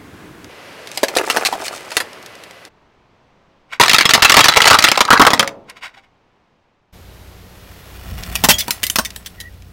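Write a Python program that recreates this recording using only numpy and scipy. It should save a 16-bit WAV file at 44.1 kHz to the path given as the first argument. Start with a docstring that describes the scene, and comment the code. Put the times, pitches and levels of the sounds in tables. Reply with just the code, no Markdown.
"""A roadside, in four shots: a quiet road, then a car tyre on asphalt close to the microphone crushing
a toy drum, a row of hollow toy trucks, and a light string with its clear battery box.
Each fracture is a burst of noise that tears for a few milliseconds and kicks a resonant plastic wall.
Snaps, scrapes, rings and squeaks lie over a wash of car and outdoor noise; the loudest peaks are
flattened. The drum shot has a thin whine, and an engine hums under the lights."""
import sys
import numpy as np
from scipy import signal
from scipy.fft import rfft, irfft, next_fast_len
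from scipy.io import wavfile
from scipy.ndimage import uniform_filter1d, map_coordinates

SR = 44100
rng = np.random.default_rng(int(sys.argv[2]) if len(sys.argv) > 2 else 0)


def pcm_store(signal):
    """Save signal as 16-bit PCM."""
    levels = np.round(np.clip(np.atleast_2d(signal), -1, 1) * 32767)
    wavfile.write(sys.argv[1], SR, levels.astype(np.int16).T)


N = 428652
TIME = np.arange(N) / SR
HIT = np.arange(SR // 4) / SR  # time within one short event, in seconds

# The four shots. Each row: start and end in seconds, time of the loudest wash in seconds, level in dB,
# rise in dB per second, fall in dB per second.
SHOTS = [(0, .49, .3, -39.5, 1, 1), (.49, 2.685, 1.5, -36.5, 2.4, 4.5), (2.684, 6.93, 5.7, -54.5, .1, 6),
         (6.93, 10, 8.2, -43.5, 2.5, 6)]
# Colour of the wash in each shot. Each row: frequency in Hz, relative level in dB.
ROADSIDE_AIR = [(25, -24), (82, -2.5), (340, -2.5), (575, -13), (1650, -13.5), (5280, -29), (16000, -37)]
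DRUM_AIR = [(25, -25), (92, -5.5), (277, -3), (560, 2), (840, -3), (1290, -3.5), (2840, -6), (3620, -12),
            (4740, -13), (7310, -22.5), (11900, -24.5), (16000, -35)]
TRUCK_AIR = [(25, -0.5), (50, -3), (100, 0.5), (300, -3.5), (1000, -5), (1400, -11), (2500, -14.5),
             (6000, -28), (11000, -48.5)]
LIGHTS_AIR = [(120, -25.5), (200, -4.5), (254, -9.5), (373, -1), (777, -7.5), (916, -8.5), (2700, -13.5),
              (3900, -14.5), (9580, -24.5), (11700, -19.5), (16000, -25.5)]
# Small ticks of grit and loose shards. Each row: time in seconds, level in dB before a 10 dB cut.
TICKS = [(.4444, -25), (.8729, -17), (.9158, -17.5), (1.9061, -19), (2.1315, -25), (2.227, -28),
         (2.2618, -21), (2.353, -27), (2.437, -22), (2.5097, -26), (2.6509, -23.5), (5.6985, -22),
         (8.2355, -14.5), (9.1049, -19), (9.622, -33)]
# Breaks of the drum, and of the lights with their box. 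Each row: time in seconds, crack level in dB,
# wall level in dB (both before the object's own gains), wall resonance in Hz, tearing time in seconds.
DRUM_BREAKS = [(.9742, -15, -24.5, 720, .004), (1.0319, -12, -5.5, 470, .003),
               (1.0367, -10, -16.5, 720, .004), (1.0834, -18.5, -26.5, 790, .005),
               (1.1532, -19, -27, 910, .003), (1.1649, -21.5, -10.5, 435, .004),
               (1.1694, -8, -19.5, 1620, .003), (1.1851, -11, -22, 870, .003),
               (1.2999, -10.5, -15, 1460, .008), (1.3639, -19, -15.5, 640, .006),
               (1.3702, -15, -6.5, 1800, .003), (1.4504, -11.5, -28, 1600, .009),
               (1.4599, -12, -22, 1220, .012), (1.5257, -26.5, -17, 730, .012),
               (1.5539, -38, -20.5, 720, .003), (1.6203, -34, -23.5, 700, .005),
               (1.6812, -17.5, -25.5, 1890, .002), (1.9169, -26, -27, 1750, .01),
               (1.968, -6.5, -14, 1900, .0045), (2.003, -17.5, -17.5, 1900, .008)]
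LIGHT_BREAKS = [(8.3544, -13, -24, 1080, .004), (8.4383, -8.5, -11, 970, .015), (8.4874, -4, -9, 920, .019),
                (8.5068, -5, -17.5, 1820, .009), (8.5845, -17, -39, 1800, .022),
                (8.6071, -16, -41, 1830, .005), (8.6812, -18.5, -19, 960, .001),
                (8.7068, -10, -24, 1370, .004), (8.8318, -15.5, -24, 1880, .006),
                (8.8383, -10.5, -23, 1860, .002), (8.8674, -15.5, -41, 1890, .003),
                (8.8997, -10, -27, 1690, .002), (8.9583, -10.5, -16, 1160, .005),
                (8.9861, -10.5, -11, 1120, .008), (9.0493, -21, -42.5, 1890, .013),
                (9.1612, -24, -35, 1890, .002), (9.2608, -27.5, -41, 1890, .009),
                (9.402, -29, -46, 1870, .012)]
# Main breaks of the trucks. Each row: time in seconds, crack level in dB, wall level in dB (before gains).
TRUCK_BREAKS = [(3.7987, -4, -1), (3.8096, 1, 1), (3.8348, -4, -5), (3.8602, -12, -14), (3.8816, -6, -16),
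                (3.8951, -2, -15), (3.9135, -7, -14), (3.933, -3, -14), (3.9443, 0, -6), (3.9839, -1, -7),
                (4.0093, -2, -10), (4.0543, -2, -10), (4.0919, -6, -10), (4.1074, -5, -12), (4.1358, 4, -8),
                (4.1505, -6, -5), (4.1774, -19, -10), (4.2229, 2, -3), (4.2476, 3.5, -2), (4.2961, 1, -5.5),
                (4.3199, -2, -7.5), (4.3418, -2, -3.5), (4.3677, 3, 1), (4.3909, 1, 1), (4.4058, .5, -6.5),
                (4.4422, 0, -9), (4.4569, -4, -8), (4.4837, 2, -3), (4.5618, -11, -11), (4.5695, 2, 1),
                (4.6187, -1, -8), (4.6561, -4, -3), (4.6754, 3, -5), (4.7087, -2.5, 1.5), (4.7308, -4, -5),
                (4.7428, -5, 0), (4.7876, -2.5, -10), (4.8239, -9, -19), (4.8404, 4, -1), (4.8855, -4, -15),
                (4.9159, -4, -10), (4.9753, -9, -7), (5.0061, -1, 0), (5.0515, -15, -16), (5.1048, -6, 1),
                (5.1298, -5, 0), (5.1964, -8, 2), (5.216, -3.5, 3), (5.2503, -10, -5), (5.2669, 0, 2.5),
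                (5.3047, -11, -10), (5.3334, -4.5, -3.5), (5.3945, -1.5, -6), (5.4279, -18, -11),
                (5.4758, -15, -27)]
# Colour of the cracks and of the flexing walls. Each row: frequency in Hz, relative level in dB per Hz.
DRUM_CRACK = [(900, -36.5), (1700, -1), (2400, -1.5), (5000, -3.5), (8000, -10.5), (12000, -14.5),
              (16000, -28)]
TRUCK_CRACK = [(900, -44.5), (1800, 1.5), (3700, -2), (5200, -4.5), (8000, -13.5), (12000, -22),
               (16000, -24.5)]
BOX_CRACK = [(900, -41), (1800, 0), (3200, 2.5), (6000, 1.5), (8500, -3.5), (16000, -4.5)]
DRUM_WALL = [(40, -33), (150, -21), (280, 1.5), (480, -0.5), (900, 1), (1800, -9.5), (3000, -23.5)]
TRUCK_WALL = [(30, -23.5), (100, -3), (250, 0.5), (500, 0), (750, 2), (1300, 0), (1800, -9), (3000, -28)]
BOX_WALL = [(30, -6), (220, 7.5), (450, -1.5), (620, 2.5), (1100, -0.5), (1800, 0.5), (3000, -33)]
# Ringing of the drum's skin and rim. 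Each row: frequency in Hz, relative level in dB,
# time to fade by 60 dB in seconds.
DRUM_MODES = [(477, -5, .06), (760, -3.5, 0.16), (1993, -5.5, .1), (2789, -6, .1), (4850, -6, .06)]
# The drum caves in: time in seconds, level in dB, rise and fall in dB per second, hold in seconds.
BUCKLE = (1.22, -22.5, 130, 34, .12)
# The drum rustles and scrapes on the road, before and after it caves in. Each row: time in seconds,
# level in dB, rise and fall in dB per second.
SCRAPES = [(.965, -38, 110, 130), (1.33, -29.5, 75, 55), (1.665, -24.5, 260, 600), (1.735, -32, 900, 150),
           (1.95, -36, 150, 160)]
# Colour of dense small snaps. Each row: frequency in Hz, relative level in dB.
BUCKLE_COLOUR = [(120, -29), (300, -4), (480, -0.5), (720, -2.5), (1200, -5.5), (2200, -10.5), (4000, -33)]
SCRAPE_COLOUR = [(900, -18), (2000, 1.5), (4500, 0), (7500, -2.5), (16000, -17)]
GRIND_COLOUR = [(200, -23), (600, -5), (1200, 0), (2200, 1.5), (4500, -8.5), (8000, -21.5), (16000, -31)]
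SKID_COLOUR = [(400, -21), (1100, 0), (2200, -1.5), (4500, -12.5), (12000, -35)]
GRIT_COLOUR = [(200, -11), (900, 3), (3000, 0), (7000, -10), (16000, -7)]
# Echo around the car. Each row: frequency in Hz, time to fade by 60 dB in seconds.
YARD_FADE = [(150, .8), (550, 0.83), (1000, 0.46), (2000, 0.2), (7000, 0.16), (15000, 0.05)]
# Larger pieces that ring or thump. Each row: time in seconds, frequency in Hz, level in dB,
# time to fade by 60 dB in seconds.
SHARD_RINGS = [(1.526, 760, -21, .07), (1.554, 700, -21, .06), (1.968, 1973, -19, .13),
               (5.395, 556, -20, .5), (5.428, 662, -36, .8), (5.972, 780, -43, .15), (8.439, 236, -15, .12),
               (8.488, 161, -13.5, .12), (8.492, 210, -31, .62), (8.492, 603, -19, .2),
               (8.506, 3108, -7.5, .1), (8.542, 3273, -21, .2), (8.542, 6743, -19.5, .067),
               (8.584, 6020, -18.5, .069), (8.607, 3650, -25, .07), (8.835, 2020, -23, .13),
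               (8.99, 1090, -19, .11), (9.008, 8600, -28, .051), (9.05, 1915, -30, .14)]
# The tyre's weight bears on one truck shell after another. Each row: start in seconds,
# grinding level in dB before a 1 dB cut, length in seconds.
CRUSHES = [(3.82, -20, .22), (4.23, -16.5, .28), (4.58, -11, .15), (4.85, -14.5, .04), (5.12, -17.5, .14)]
# Toys skid and settle. Each row: time in seconds, level in dB.
SKIDS = [(3.734, -24), (5.7, -33), (5.772, -38), (5.838, -24.5), (5.862, -28), (5.947, -44), (5.98, -43),
         (6.04, -51)]
# Rubber slips on the last truck's shell. Each row: start in seconds, length in seconds, level in dB.
SLIPS = [(5.083, .012, -13), (5.105, .04, -9), (5.151, .03, -12), (5.198, .04, -10.5), (5.255, .03, -13)]
# Low engine tones, called orders. Each row: frequency in Hz, relative level in dB.
ENGINE_ORDERS = [(60, 1), (91, -2.5), (124, -21), (183, -12)]
# Colour of the exhaust rumble. 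Each row: frequency in Hz, relative level in dB per Hz.
RUMBLE = [(20, -11.5), (55, 1), (100, -3), (160, -8), (300, -17.5), (800, -55.5)]
# The engine works to climb the battery box: time in seconds, effort in dB, rise and fall in dB per second,
# hold in seconds.
CLIMB = (8.15, -28.5, 48, 220, .39)
# Tread nears and passes the lights: time in seconds, level in dB, rise and fall in dB per second.
TREAD = (8.33, -35, 24, 17)
# Box pieces squeak under the rubber. Each row: start in seconds, length in seconds, level in dB,
# starting pitch in Hz, glide in Hz per second.
SQUEAKS = [(8.515, .05, -24, 3500, -6000), (8.6, .04, -30, 3650, -11000), (9.37, .125, -42, 1940, -350)]

TRUCK_TEAR_S, TEAR_DOUBLES_DB = .0055, 16  # tearing time of a 0 dB break; it doubles for every 16 dB more
# Where the crack outweighs the wall, the piece is smaller and its resonance higher.
PIECE_HZ, PIECE_OCTAVE_DB = 1090, 14  # a large piece; one octave up for each 14 dB
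PIECE_SCATTER_OCT, SMALLEST_PIECE_HZ = .2, 1900  # random scatter and upper limit of the resonance
AFTER_S, AFTER_SPREAD_S, AFTER_DB = .008, .012, -13  # lesser break: least delay, extra delay, average drop
CRUSH_RISE_DB_PER_S, CRUSH_FALL_DB_PER_S = 220, 125
SKID_RISE_DB_PER_S, SKID_FALL_DB_PER_S = 900, 600
SLIP_HZ, SLIP_RISE_HZ_PER_S, SLIP_EDGE_S = 1170, 14000, .006  # the pitch climbs as the shell tightens
IDLE_DB = -40.3  # engine effort beside the lights
TOP_HZ = 16000  # top of the sound's band


def amp(db):
    """Turn decibels into a plain gain."""
    return 10 ** (np.asarray(db) / 20)


def unit(x):
    """Scale a sound to an rms level of 1."""
    return x / np.sqrt(np.mean(x ** 2) + 1e-20)


def along(points, hz):
    """Read a curve of (Hz, value) points on a log frequency axis."""
    f, v = np.transpose(points)
    return np.interp(np.log(hz + 1), np.log(f + 1), v)


def wobble(rate, t=TIME):
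    """A smooth random curve with this many random points a second."""
    return map_coordinates(rng.standard_normal(int(t[-1] * rate) + 4), [t * rate])


def coloured(x, spectrum, ripple_db=0, ripple_hz=130):
    """Filter x to this spectrum; ripple adds the chance resonances of an odd-shaped piece."""
    m = 2 * next_fast_len(len(x) // 2 + 4096)
    hz = np.fft.rfftfreq(m, 1 / SR)
    ripple = map_coordinates(rng.standard_normal(size=1024), [hz / ripple_hz], mode="mirror")
    # Folding the cepstrum makes the filter act only after each input, never before it.
    cepstrum = irfft(np.log(amp(along(spectrum, hz) + ripple_db * ripple)), m)
    cepstrum[1:m // 2] *= 2
    cepstrum[m // 2 + 1:] = 0
    response = np.exp(rfft(cepstrum))
    return irfft(rfft(x, m) * response, m)[:len(x)]


def add(track, s, sound):
    """Mix a sound in at time s."""
    part = track[round(s * SR):][:len(sound)]
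    part += sound[:len(part)]


def swell(s, db, rise, fall, hold=0):
    """Gain that climbs to its peak at time s, holds and dies away; rates in dB a second."""
    before = np.maximum(s - TIME, 0)
    after = np.maximum(TIME - s - hold, 0)
    return amp(db - abs(rise) * before - abs(fall) * after)


def swells(rows):
    """The joint gain of several swells, added as powers."""
    return np.sqrt(sum(swell(*row) ** 2 for row in rows))


def during(start, end):
    """1 between two times and 0 outside, with short ramps."""
    return uniform_filter1d(1. * ((TIME >= start) & (TIME < end)), size=600)


def tearing(tear, t60, rattle_db, rattle_t60):
    """A sharp first break, a run of uneven ones while the crack travels, a fast decay, a weaker rattle."""
    after = np.maximum(HIT - tear, 0)
    knots = HIT[::44]  # about one a millisecond
    uneven = np.interp(HIT, knots, amp(3 * rng.standard_normal(len(knots))))
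    first = amp(13.5 - 720 * tear - 60 * HIT / .007)  # slow tears start more gently
    decay = amp(-60 * after / t60)
    rattle = amp(rattle_db - 60 * after / rattle_t60)
    return rng.standard_normal(len(HIT)) * (first + uneven * (decay + rattle))


def at_level(x, tear, db):
    """Scale a burst so that its opening has this rms level."""
    opening = x[HIT < abs(tear) + .001]
    return amp(db) * x / np.sqrt(np.mean(opening ** 2))


def fractures(rows, crack_colour, wall_colour, crack_t60, wall_t60, rattle_db, rattle_t60,
              wall_q, broad_db, crack_gain_db, wall_gain_db):
    """Each break gives a bright crack and kicks a piece of wall that has its own resonance."""
    out = np.zeros(N)
    for s, crack_db, wall_db, hz, tear in rows:
        burst = tearing(tear, crack_t60, rattle_db, rattle_t60)
        crack = coloured(burst, crack_colour, ripple_db=3.5, ripple_hz=210)
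        kick = tearing(tear, wall_t60, rattle_db, rattle_t60)
        wall = signal.lfilter(*signal.iirpeak(hz, wall_q, SR), kick) + amp(broad_db) * kick
        wall = coloured(wall, wall_colour, ripple_db=2.5, ripple_hz=110)
        crack = at_level(crack, tear, crack_db + crack_gain_db)
        wall = at_level(wall, tear, wall_db + wall_gain_db)
        add(out, s, crack + wall)
    return out


def mode(hz, db, t60):
    """One dying resonance, unsteady because the piece is still being bent."""
    drift = np.cumsum(rng.standard_normal(len(HIT))) / np.sqrt(SR)
    return amp(db - 60 * HIT / t60) * np.sin(2 * np.pi * hz * HIT + 6 * drift)


def crackle(rate, spread_db, t60, colour):
    """Dense tiny snaps of uneven size in a resonant piece, at rms 1; rate is snaps a second."""
    snaps = rng.random(N) < rate / SR
    sizes = snaps * amp(spread_db * np.clip(rng.standard_normal(N), -2, 2))
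    energy = signal.lfilter([1], [1, -amp(-120 / (t60 * SR))], sizes ** 2)  # falls 60 dB in t60
    return unit(coloured(np.sqrt(energy) * rng.standard_normal(N), colour, ripple_db=3))


def splinters(rows, low_hz, high_hz, ring_db, t60, count):
    """Every crack frees splinters that ring at random pitches, levels and lengths."""
    out = np.zeros(N)
    for s, crack_db, *_ in rows:
        for pitch, size, life in rng.random((count, 3)):
            hz = low_hz + (high_hz - low_hz) * pitch
            add(out, s, mode(hz, crack_db + ring_db - 10 * size, t60 * (.5 + life)))
    return out


def squeak(length, db, hz, glide, rough_hz, edge_s):
    """Rubber slipping on plastic: a gliding resonance whose strength and phase stutter."""
    phase = 2 * np.pi * np.cumsum(hz + glide * HIT) / SR
    tone = wobble(rough_hz, HIT) * np.cos(phase) + wobble(rough_hz, HIT) * np.sin(phase)
    gate = np.clip(np.minimum(HIT, length - HIT) / edge_s, 0, 1)
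    return at_level(gate * tone, length, db)


def air():
    """Each shot has its own wash of car and outdoor noise, which swells as the car nears."""
    out = np.zeros(N)
    spectra = [ROADSIDE_AIR, DRUM_AIR, TRUCK_AIR, LIGHTS_AIR]
    for (start, end, *nearing), spectrum in zip(SHOTS, spectra):
        gain = during(start, end) * swell(*nearing) * amp(.5 * wobble(9))
        out += gain * unit(coloured(rng.standard_normal(N), spectrum))
    return out


def ticks():
    """Single stones and shards shift, each a short burst of noise."""
    out = np.zeros(N)
    for s, db in TICKS:
        tick = coloured(tearing(.002, 0.033, -13.5, .08), DRUM_CRACK)
        add(out, s, at_level(tick, .002, db - 10))
    return out


def whine():
    """A thin whine from the car in the drum shot: one tone, slightly unsteady in strength and phase."""
    gain = amp(-50) * during(*SHOTS[1][:2]) * (1 + .3 * wobble(25))
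    return gain * np.sin(2 * np.pi * 2002 * TIME + .8 * wobble(33))


def ringing(rows, modes, ring_db):
    """Every crack rings the object's own resonances at new strengths."""
    out = np.zeros(N)
    for s, crack_db, *_ in rows:
        add(out, s, sum(mode(hz, crack_db + ring_db + db + rng.normal(0, 3), t60) for hz, db, t60 in modes))
    return out


def drum():
    """The drum's shell snaps and rings, buckles in dull pops and scrapes on the road."""
    snaps = fractures(DRUM_BREAKS, DRUM_CRACK, DRUM_WALL, crack_t60=0.057, wall_t60=0.061, rattle_db=-21,
                      rattle_t60=.09, wall_q=4, broad_db=-17, crack_gain_db=-1.5, wall_gain_db=-1)
    buckling = swell(*BUCKLE) * crackle(220, 7.3, 0.016, BUCKLE_COLOUR)
    scraping = swells(SCRAPES) * crackle(1500, 7.3, 0.01, SCRAPE_COLOUR)
    return snaps + ringing(DRUM_BREAKS, DRUM_MODES, ring_db=-18) + buckling + scraping


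def yard(x):
    """The car's underside and the surroundings answer with fading noise; the low middle lingers."""
    hz, t, z = signal.stft(rng.standard_normal(SR), SR, nperseg=256)
    fade = amp(-60 * t / along(YARD_FADE, hz)[:, None])
    tail = signal.istft(z * fade, SR, nperseg=256)[1]
    delayed = np.pad(tail, (300, 0))  # in samples
    return signal.fftconvolve(x, delayed / np.linalg.norm(tail))[:N]


def shard_rings():
    """Larger pieces thump or spring free and ring on; a close second mode makes each one beat."""
    out = np.zeros(N)
    for s, hz, db, t60 in SHARD_RINGS:
        second_hz = hz * (1 + rng.uniform(.015, .04))
        add(out, s, mode(hz, db, t60) + mode(second_hz, db - 7, t60 / 2))
    return out


def truck_breaks():
    """Harder breaks tear longer, brighter ones free smaller pieces, and a lesser break follows each."""
    rows = []
    for s, crack_db, wall_db in TRUCK_BREAKS:
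        lag, size = rng.random(2)
        tear = TRUCK_TEAR_S * 2 ** (max(crack_db, wall_db) / TEAR_DOUBLES_DB)
        scatter = PIECE_SCATTER_OCT * rng.standard_normal(2)
        octaves = max(crack_db - wall_db, 0) / PIECE_OCTAVE_DB + scatter
        hz, after_hz = np.minimum(PIECE_HZ * 2 ** octaves, SMALLEST_PIECE_HZ)
        drop_db = AFTER_DB * (.5 + size)
        after_s = s + AFTER_S + AFTER_SPREAD_S * lag
        rows += [(s, crack_db, wall_db, hz, tear),
                 (after_s, crack_db + drop_db, wall_db + drop_db, after_hz, tear / 2)]
    return rows


def load():
    """How hard the shards are ground, from the second main break to the last."""
    shells = swells([(s, db, CRUSH_RISE_DB_PER_S, CRUSH_FALL_DB_PER_S, length) for s, db, length in CRUSHES])
    return shells * during(TRUCK_BREAKS[1][0], TRUCK_BREAKS[-1][0])


def trucks():
    """Hollow brittle bodies burst one after another; the pieces ring, grind and skid."""
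    snaps = fractures(truck_breaks(), TRUCK_CRACK, TRUCK_WALL, crack_t60=.024, wall_t60=0.032, rattle_db=-15,
                      rattle_t60=0.12, wall_q=3.5, broad_db=-10, crack_gain_db=-1.5, wall_gain_db=-1.5)
    grinding = amp(-1) * load() * crackle(320, 7.8, 0.0069, GRIND_COLOUR)
    skids = swells([(s, db, SKID_RISE_DB_PER_S, SKID_FALL_DB_PER_S) for s, db in SKIDS])
    skidding = skids * crackle(1600, 3, .012, SKID_COLOUR)
    shards = splinters(TRUCK_BREAKS, 600, 5500, ring_db=-9, t60=0.06, count=6)
    return snaps + shards + grinding + skidding


def groan():
    """Rubber drags over the last truck's shell: each slip is a rough squawk that rises in pitch."""
    out = np.zeros(N)
    for s, length, db in SLIPS:
        add(out, s, squeak(length, db, SLIP_HZ, SLIP_RISE_HZ_PER_S, rough_hz=700, edge_s=SLIP_EDGE_S))
    return out


def engine():
    """Low engine orders waver over an exhaust rumble; the idle swells for the climb."""
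    turns = np.cumsum(1 + .008 * wobble(7.1)) / SR  # time, with a slightly uneven speed
    hum = sum(amp(db + 2.7 * wobble(5.6)) * np.sin(2 * np.pi * hz * turns) for hz, db in ENGINE_ORDERS)
    rumble = coloured(rng.standard_normal(N), RUMBLE)
    effort = during(*SHOTS[3][:2]) * np.hypot(amp(IDLE_DB), swell(*CLIMB))
    return effort * (amp(-3.5) * unit(hum) + amp(-5) * unit(rumble))


def box_squeaks():
    """Hard pieces of the battery box give thin, falling squeaks."""
    out = np.zeros(N)
    for s, *slip in SQUEAKS:
        add(out, s, squeak(*slip, rough_hz=130, edge_s=.02))
    return out


def lights():
    """Bulbs and the hard battery box shatter brightly over gritty tread noise; the pieces squeak."""
    snaps = fractures(LIGHT_BREAKS, BOX_CRACK, BOX_WALL, crack_t60=0.028, wall_t60=0.044, rattle_db=-13,
                      rattle_t60=0.17, wall_q=4, broad_db=-10.5, crack_gain_db=0, wall_gain_db=-1.5)
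    grit = crackle(1200, 5.5, .008, GRIT_COLOUR)
    tread = during(*SHOTS[3][:2]) * swell(*TREAD) * grit
    shards = splinters(LIGHT_BREAKS, 1800, 15000, ring_db=-15, t60=.11, count=14)
    return snaps + shards + tread + box_squeaks()


def scene():
    """Crush the three toys, let the surroundings answer, and add the car and the air."""
    toy, row, string = drum(), trucks() + groan(), lights()
    echo = yard(amp(-21.5) * toy + amp(-20.5) * row + amp(-28.5) * string)
    crushed = toy + row + string + shard_rings() + ticks()
    return (crushed + echo + engine() + whine() + air())[None]


def record(dry):
    """The loudest peaks are flattened, and nothing sounds above 16 kHz."""
    clipped = dry / (1 + np.abs(dry / .9) ** 8) ** (1 / 8)
    cut = 1 + (np.fft.rfftfreq(N, 1 / SR) / TOP_HZ) ** 200
    return irfft(rfft(clipped) / cut, N)


dry = scene()
out = record(dry)
pcm_store(out)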